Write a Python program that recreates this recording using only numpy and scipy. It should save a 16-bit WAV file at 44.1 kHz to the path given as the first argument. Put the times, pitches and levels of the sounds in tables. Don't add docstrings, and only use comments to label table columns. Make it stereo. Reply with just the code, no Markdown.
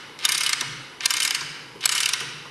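import sys
import numpy as np
from scipy import signal
from scipy.fft import rfft, irfft, next_fast_len
from scipy.io import wavfile

SR = 44100
rng = np.random.default_rng(int(sys.argv[2]) if len(sys.argv) > 2 else 0)


def master_out(mix):
    frames = np.transpose(np.atleast_2d(mix))
    ceiling = np.clip(frames, -1, 1)
    pcm = np.round(ceiling * 32767).astype(np.int16)
    wavfile.write(sys.argv[1], SR, pcm)


N = 110250


def from_db(db):
    return 10 ** (np.asarray(db) / 20)


def unit(x):
    return x / np.sqrt(np.sum(x ** 2) + 1e-20)


def at_hz(points, hz):
    freqs, values = np.transpose(points)
    return np.interp(np.log(np.maximum(hz, 1)), np.log(freqs), values)


def colour(x, points):
    n = 2 * next_fast_len(x.shape[-1])
    gain = from_db(at_hz(points, np.fft.rfftfreq(n, 1 / SR)))
    cepstrum = irfft(np.log(gain))
    cepstrum[1:n // 2] *= 2
    cepstrum[n // 2 + 1:] = 0
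    return irfft(rfft(x, n) * np.exp(rfft(cepstrum)))[..., :x.shape[-1]]


def resonate(force, hz, width_hz):
    r = np.exp(-np.pi * width_hz / SR)
    feedback = [1, -2 * r * np.cos(2 * np.pi * hz / SR), r * r]
    return signal.lfilter(np.array([1, 0, -1]) * (1 - r * r) / 2, feedback, force)


def add(out, start_s, sound):
    i = max(int(start_s * SR), 0)
    out[i:i + len(sound)] += sound[:max(len(out) - i, 0)]


def steady(spectrum):
    return np.sqrt(N) * unit(colour(rng.standard_normal(N + SR), spectrum)[SR:])


def grains(size, spread_db):
    return rng.standard_normal(size) * from_db(spread_db * np.minimum(rng.exponential(1, size), 4))


# frequency in Hz, side against mid in dB.
SIDE_COLOUR = [(140, -13), (600, -4), (1100, -8), (2300, -19), (3800, -16), (5000, -5), (9000, -6)]

def side(sound):
    return colour(sound, SIDE_COLOUR) * np.array([[1], [-1]])


# frequency in Hz, relative level in dB.
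AIR_COLOUR = [(70, -22), (110, -8), (200, -9), (300, -3), (500, -3.5), (650, -14.5), (950, -2), (2000, -40),
              (11000, -24.5), (13500, -43)]

def room_air():
    return from_db(-49) * (steady(AIR_COLOUR) + side(steady(AIR_COLOUR)))


# frequency in Hz, relative level in dB.
RUMBLE_COLOUR = [(95, -15), (133, 7.5), (153, 8), (185, -18.5), (300, -2.5), (1000, -65)]
# start in seconds, end in seconds, level in dB.
RUMBLE_SWELLS = [(0.66, 0.817, -44), (1.43, 1.516, -49), (1.755, 1.764, -44), (2.236, 2.41, -49)]

def rumble(floor_db=-56.5, edge_s=0.028):
    t = np.arange(N) / SR
    swells = sum(from_db(db) * np.exp(-abs(t - np.clip(t, start_s, end_s)) / edge_s)
                 for start_s, end_s, db in RUMBLE_SWELLS)
    return np.hypot(from_db(floor_db), swells) * steady(RUMBLE_COLOUR)


# start in seconds, thud level in dB, tap level in dB.
HAND_BUMPS = [(0.094, -49, -48.5), (.612, -42.5, -37), (1.411, -48, -39), (1.756, -43, -51),
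              (2.208, -42.5, -40.5), (2.455, -49, -43)]
# frequency in Hz, relative level in dB.
THUD_COLOUR = [(40, -43), (140, 0), (220, 4.5), (480, 12), (700, -32)]

def hand_bumps(decay_s=0.022):
    out, t = np.zeros(N), np.arange(SR // 10) / SR
    for start_s, thud_db, tap_db in HAND_BUMPS:
        force = rng.standard_normal(len(t)) * np.exp(-t / decay_s)
        thud = from_db(thud_db) * unit(colour(force, THUD_COLOUR))
        tap = from_db(tap_db) * unit(resonate(force, hz=1035, width_hz=190))
        add(out, start_s, np.sqrt(decay_s * SR) * (thud + tap))
    return out


# frequency in Hz, gain in dB.
CONTACT_COLOUR = [(100, -41), (450, -42.5), (650, -14), (1050, -3.5), (2000, -3.5), (5000, 9.5), (7500, 2),
                  (11000, 1.5), (12500, -5), (13700, -21)]
# frequency in Hz, width in Hz, relative gain in dB.
SHELL_MODES = [(1010, 140, -20), (1370, 330, -0.5), (2122, 425, 5.5), (2976, 220, 3), (3760, 190, 3),
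               (4950, 200, -16), (6940, 57, -11), (8810, 440, 4)]

def body(force, modes=SHELL_MODES, ring_db=-1):
    ringing = sum(from_db(db + ring_db) * resonate(force, hz, width_hz) for hz, width_hz, db in modes)
    return colour(force + ringing, CONTACT_COLOUR)


def stray_rings(force, count=4, low_hz=2800, high_hz=11500, q=48, gain_db=11):
    pitches = low_hz * (high_hz / low_hz) ** ((np.arange(count) + rng.random(count)) / count)
    return from_db(gain_db) * sum(resonate(force, hz, hz / q) for hz in pitches)


def click_force(t, slide_s, rattle_s, snap_share=0.06, low_linger=1.91):
    impacts = grains(len(t), spread_db=2)
    envelopes = [np.exp(-abs(t) / np.where(t < 0, slide_s, rattle_s * linger))
                 for linger in (low_linger, 1, 1)]
    rattle = np.array([unit(envelope * impacts) for envelope in envelopes])
    return np.sqrt(1 - snap_share) * rattle + np.sqrt(snap_share) * (t == 0)


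def clicks(rows, resonator=body, low_hz=2500, high_hz=6500, nominal_s=0.009):
    out, lead = np.zeros(N), SR // 100
    t = (np.arange(SR // 15) - lead) / SR
    bands = [signal.butter(3, hz, kind, fs=SR, output="sos")
             for hz, kind in ((low_hz, "low"), ([low_hz, high_hz], "band"), (high_hz, "high"))]
    for snap_s, db, low_db, high_db, slide_s, rattle_s, ring_hz in rows:
        force = click_force(t, slide_s, rattle_s)
        own_ring = from_db(14) * resonate(force, ring_hz, width_hz=210)
        parts = resonator(force) + stray_rings(force) + own_ring
        click = sum(from_db(db + tilt_db) * unit(signal.sosfilt(band, part))
                    for band, part, tilt_db in zip(bands, parts, (low_db, 0, high_db)))
        add(out, snap_s - lead / SR, click * np.sqrt(nominal_s * SR))
    return out


# snap time in seconds, relative level in dB, lows in dB, highs in dB,
# slide in seconds, rattle in seconds, ring in Hz.
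KEY_KNOCKS = [(0.1902, -38, -5, -13, 0.0012, 0.0022, 3600),
              (0.6118, -22.5, -10, -8.5, 0.0019, 0.0011, 3470),
              (1.0074, -30.5, -2, -29, 0.0012, 0.0038, 3840),
              (1.221, -23.0, -19, -8.5, 0.001, 0.0087, 3140.0),
              (1.4087, -29, -5.5, -22, 0.00039, 0.0072, 5100),
              (1.8078, -38.5, -7, -12, 0.00021, 0.0052, 3100),
              (2.2046, -30, -4.5, -11, 0.002, 0.0082, 3020)]

def key_knocks():
    return from_db(1.5) * clicks(KEY_KNOCKS)


# frequency in Hz, relative level in dB.
FRICTION_COLOUR = [(3000, 16.5), (6000, 4.5), (12000, -3)]

def friction(length_s, db, slips_per_s, rise_db=0):
    t = np.arange(SR // 2) / SR
    slips = grains(len(t), spread_db=2.5) * (rng.random(len(t)) < slips_per_s / SR)
    envelope = (t < length_s) * from_db(rise_db * np.minimum(t / length_s, 1))
    force = colour(slips * envelope, FRICTION_COLOUR)
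    return from_db(db) * np.sqrt(length_s * SR) * unit(body(force))


# start in seconds, end in seconds, level in dB.
KEY_RUBS = [(0.196, 0.265, -30), (1.013, 1.061, -31), (1.811, 1.85, -30)]

def key_rubs():
    out = np.zeros(N)
    for start_s, end_s, db in KEY_RUBS:
        add(out, start_s, friction(end_s - start_s, db, slips_per_s=4000, rise_db=15))
    return out


# snap time in seconds, relative level in dB, lows in dB, highs in dB,
# slide in seconds, rattle in seconds, ring in Hz.
KEY_CATCHES = [(0.2525, -18, -10.5, -6, 0.0014, 0.0028, 3830.0),
               (1.0587, -17, -11.5, -6, 0.0014, 0.0022, 4760),
               (1.8581, -19, -9.5, -2.5, 0.0017, 0.002, 7760)]
# frequency in Hz, width in Hz, relative gain in dB.
KEY_MODES = [(1500, 46, 4.6), (2808, 20, 11), (3520, 320, 8.5), (4940, 100, 6.4), (10200, 300, 8.8)]

def key_catches():
    return from_db(4.5) * clicks(KEY_CATCHES, lambda force: body(force, KEY_MODES, ring_db=-9.5))


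def housing_thumps(corner_hz=440, low_cut_hz=220):
    out, phase = np.zeros(N), 2 * np.pi * corner_hz * np.arange(SR // 50) / SR
    push = from_db(-27.5) * phase * np.exp(1 - phase)
    for start_s, *_ in KEY_CATCHES:
        add(out, start_s, push)
    return signal.sosfilt(signal.butter(1, low_cut_hz, "high", fs=SR, output="sos"), out + 1e-18)


def gear_ticks():
    out = np.zeros(N)
    for start_s, *_ in KEY_CATCHES:
        add(out, start_s, friction(length_s=0.26, db=-36.5, slips_per_s=250))
    return out


# snap time in seconds, relative level in dB, lows in dB, highs in dB,
# slide in seconds, rattle in seconds, ring in Hz.
PAWL_DROPS = [(0.2905, -19.5, -5.5, -5.5, 0.0016, 0.0055, 4830),
              (0.3214, -20.5, -9.5, -3.5, 0.0028, 0.0063, 4870),
              (0.3508, -21.5, -13.5, -6.5, 0.0069, 0.0048, 4700),
              (0.38, -24.5, -24, -3, 0.003, 0.0041, 5650), (0.4087, -22, -7, -7.5, 0.0024, 0.0077, 3080),
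              (0.4352, -23.0, -9, -5, 0.0021, 0.0068, 4830),
              (0.4631, -21.0, -10, -9.5, 0.00033, 0.0067, 2960),
              (0.4934, -22.5, -6, -6.5, 0.0013, 0.0057, 7874),
              (0.5322, -19.5, -6, -11.5, 0.0024, 0.0028, 4360),
              (1.1062, -20.0, -7.0, -6, 0.0011, 0.0046, 5020),
              (1.1384, -24, -6, -5.5, 0.00026, 0.0046, 7500), (1.1697, -24, -6, -7, 0.0028, 0.0054, 6200),
              (1.2026, -21.0, -7, -7, 0.001, 0.005, 4550), (1.2295, -24, -12, -2, 0.00076, 0.0097, 5370),
              (1.2506, -21.5, -6, -5.5, 0.0021, 0.0063, 6530),
              (1.2776, -23, -11, -6.5, 0.0018, 0.003, 5100),
              (1.3085, -21, -6.5, -10.5, 0.00094, 0.00095, 4740), (1.348, -21, -8, -9, 0.0019, 0.007, 4420),
              (1.8925, -22.0, -7.5, -7.5, 0.00081, 0.0036, 8900),
              (1.9239, -22.0, -7.0, -5.5, 0.0079, 0.008, 7000),
              (1.9512, -22, -4.5, -7, 0.0016, 0.014, 8960), (1.9788, -22.5, -16, -8.5, 0.001, 0.0077, 2930),
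              (2.0036, -22, -9.5, -4.5, 0.00062, 0.0059, 9280.0),
              (2.033, -22.5, -15.5, -9, 0.0042, 0.0062, 3000),
              (2.0595, -19.5, -10, -8.5, 0.0015, 0.0026, 2970),
              (2.0899, -24.5, -9.5, -3.5, 0.0011, 0.0042, 7860),
              (2.1359, -19, -7.5, -11, 0.0023, 0.0036, 3930)]

def pawl_clatter():
    return from_db(2.5) * clicks(PAWL_DROPS)


# frequency in Hz, gain in dB.
EARLY_COLOUR = [(200, -12), (1000, -2), (1800, -1), (3500, -8), (6000, -17), (12000, -22)]
# frequency in Hz, gain in dB.
TAIL_COLOUR = [(60, -11), (140, 15.5), (400, -8), (700, -7.5), (1500, 2), (3000, -6), (5000, -9),
               (9000, -10.5), (13500, -19)]
# frequency in Hz, T60 in seconds.
TAIL_T60 = [(2000, 1.44), (4000, 1.44), (8000, 0.74)]

def room_response(early_delay_s=0.003127, early_decay_s=0.0016, wall_delay_s=0.011, build_s=0.024):
    t = np.arange(N) / SR
    hz, centres = np.fft.rfftfreq(N, 1 / SR), np.geomspace(100, 14000, 10)
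    build_up = 1 - np.exp(-np.maximum(t - wall_delay_s, 0) / build_s)
    noise, tail = rfft(rng.standard_normal(N)), np.zeros(N)
    for centre, weights in zip(centres, np.eye(len(centres))):
        band = irfft(noise * at_hz(np.c_[centres, weights], hz), N)
        decay = from_db(-60 * t / at_hz(TAIL_T60, centre))
        tail += band * unit(decay * build_up)
    early = rng.standard_normal(N) * unit(np.exp(-t / early_decay_s) * (t > early_delay_s))
    return colour(tail, TAIL_COLOUR) + colour(early, EARLY_COLOUR)


def reverberate(sound, earlier_s=0.89, earlier_db=2.5):
    room, gap = room_response(), int(earlier_s * SR)
    first_turn = sound * (np.arange(N) < gap)
    earlier_tail = signal.fftconvolve(first_turn, room)[gap:gap + N]
    return signal.fftconvolve(sound, room)[:N] + from_db(earlier_db) * earlier_tail


def scene():
    toy = key_knocks() + key_rubs() + key_catches() + gear_ticks() + pawl_clatter()
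    hand = hand_bumps()
    radiated = toy + from_db(-9.5) * hand
    echoes = reverberate(radiated) + side(reverberate(radiated))
    return toy + hand + housing_thumps() + echoes + room_air() + rumble()


def record(dry, clip_level=0.95, cutoff_hz=13900):
    low_pass = signal.ellip(10, 0.3, 80, cutoff_hz, fs=SR, output="sos")
    return signal.sosfilt(low_pass, np.clip(dry, -clip_level, clip_level))


dry = scene()
out = record(dry)
master_out(out)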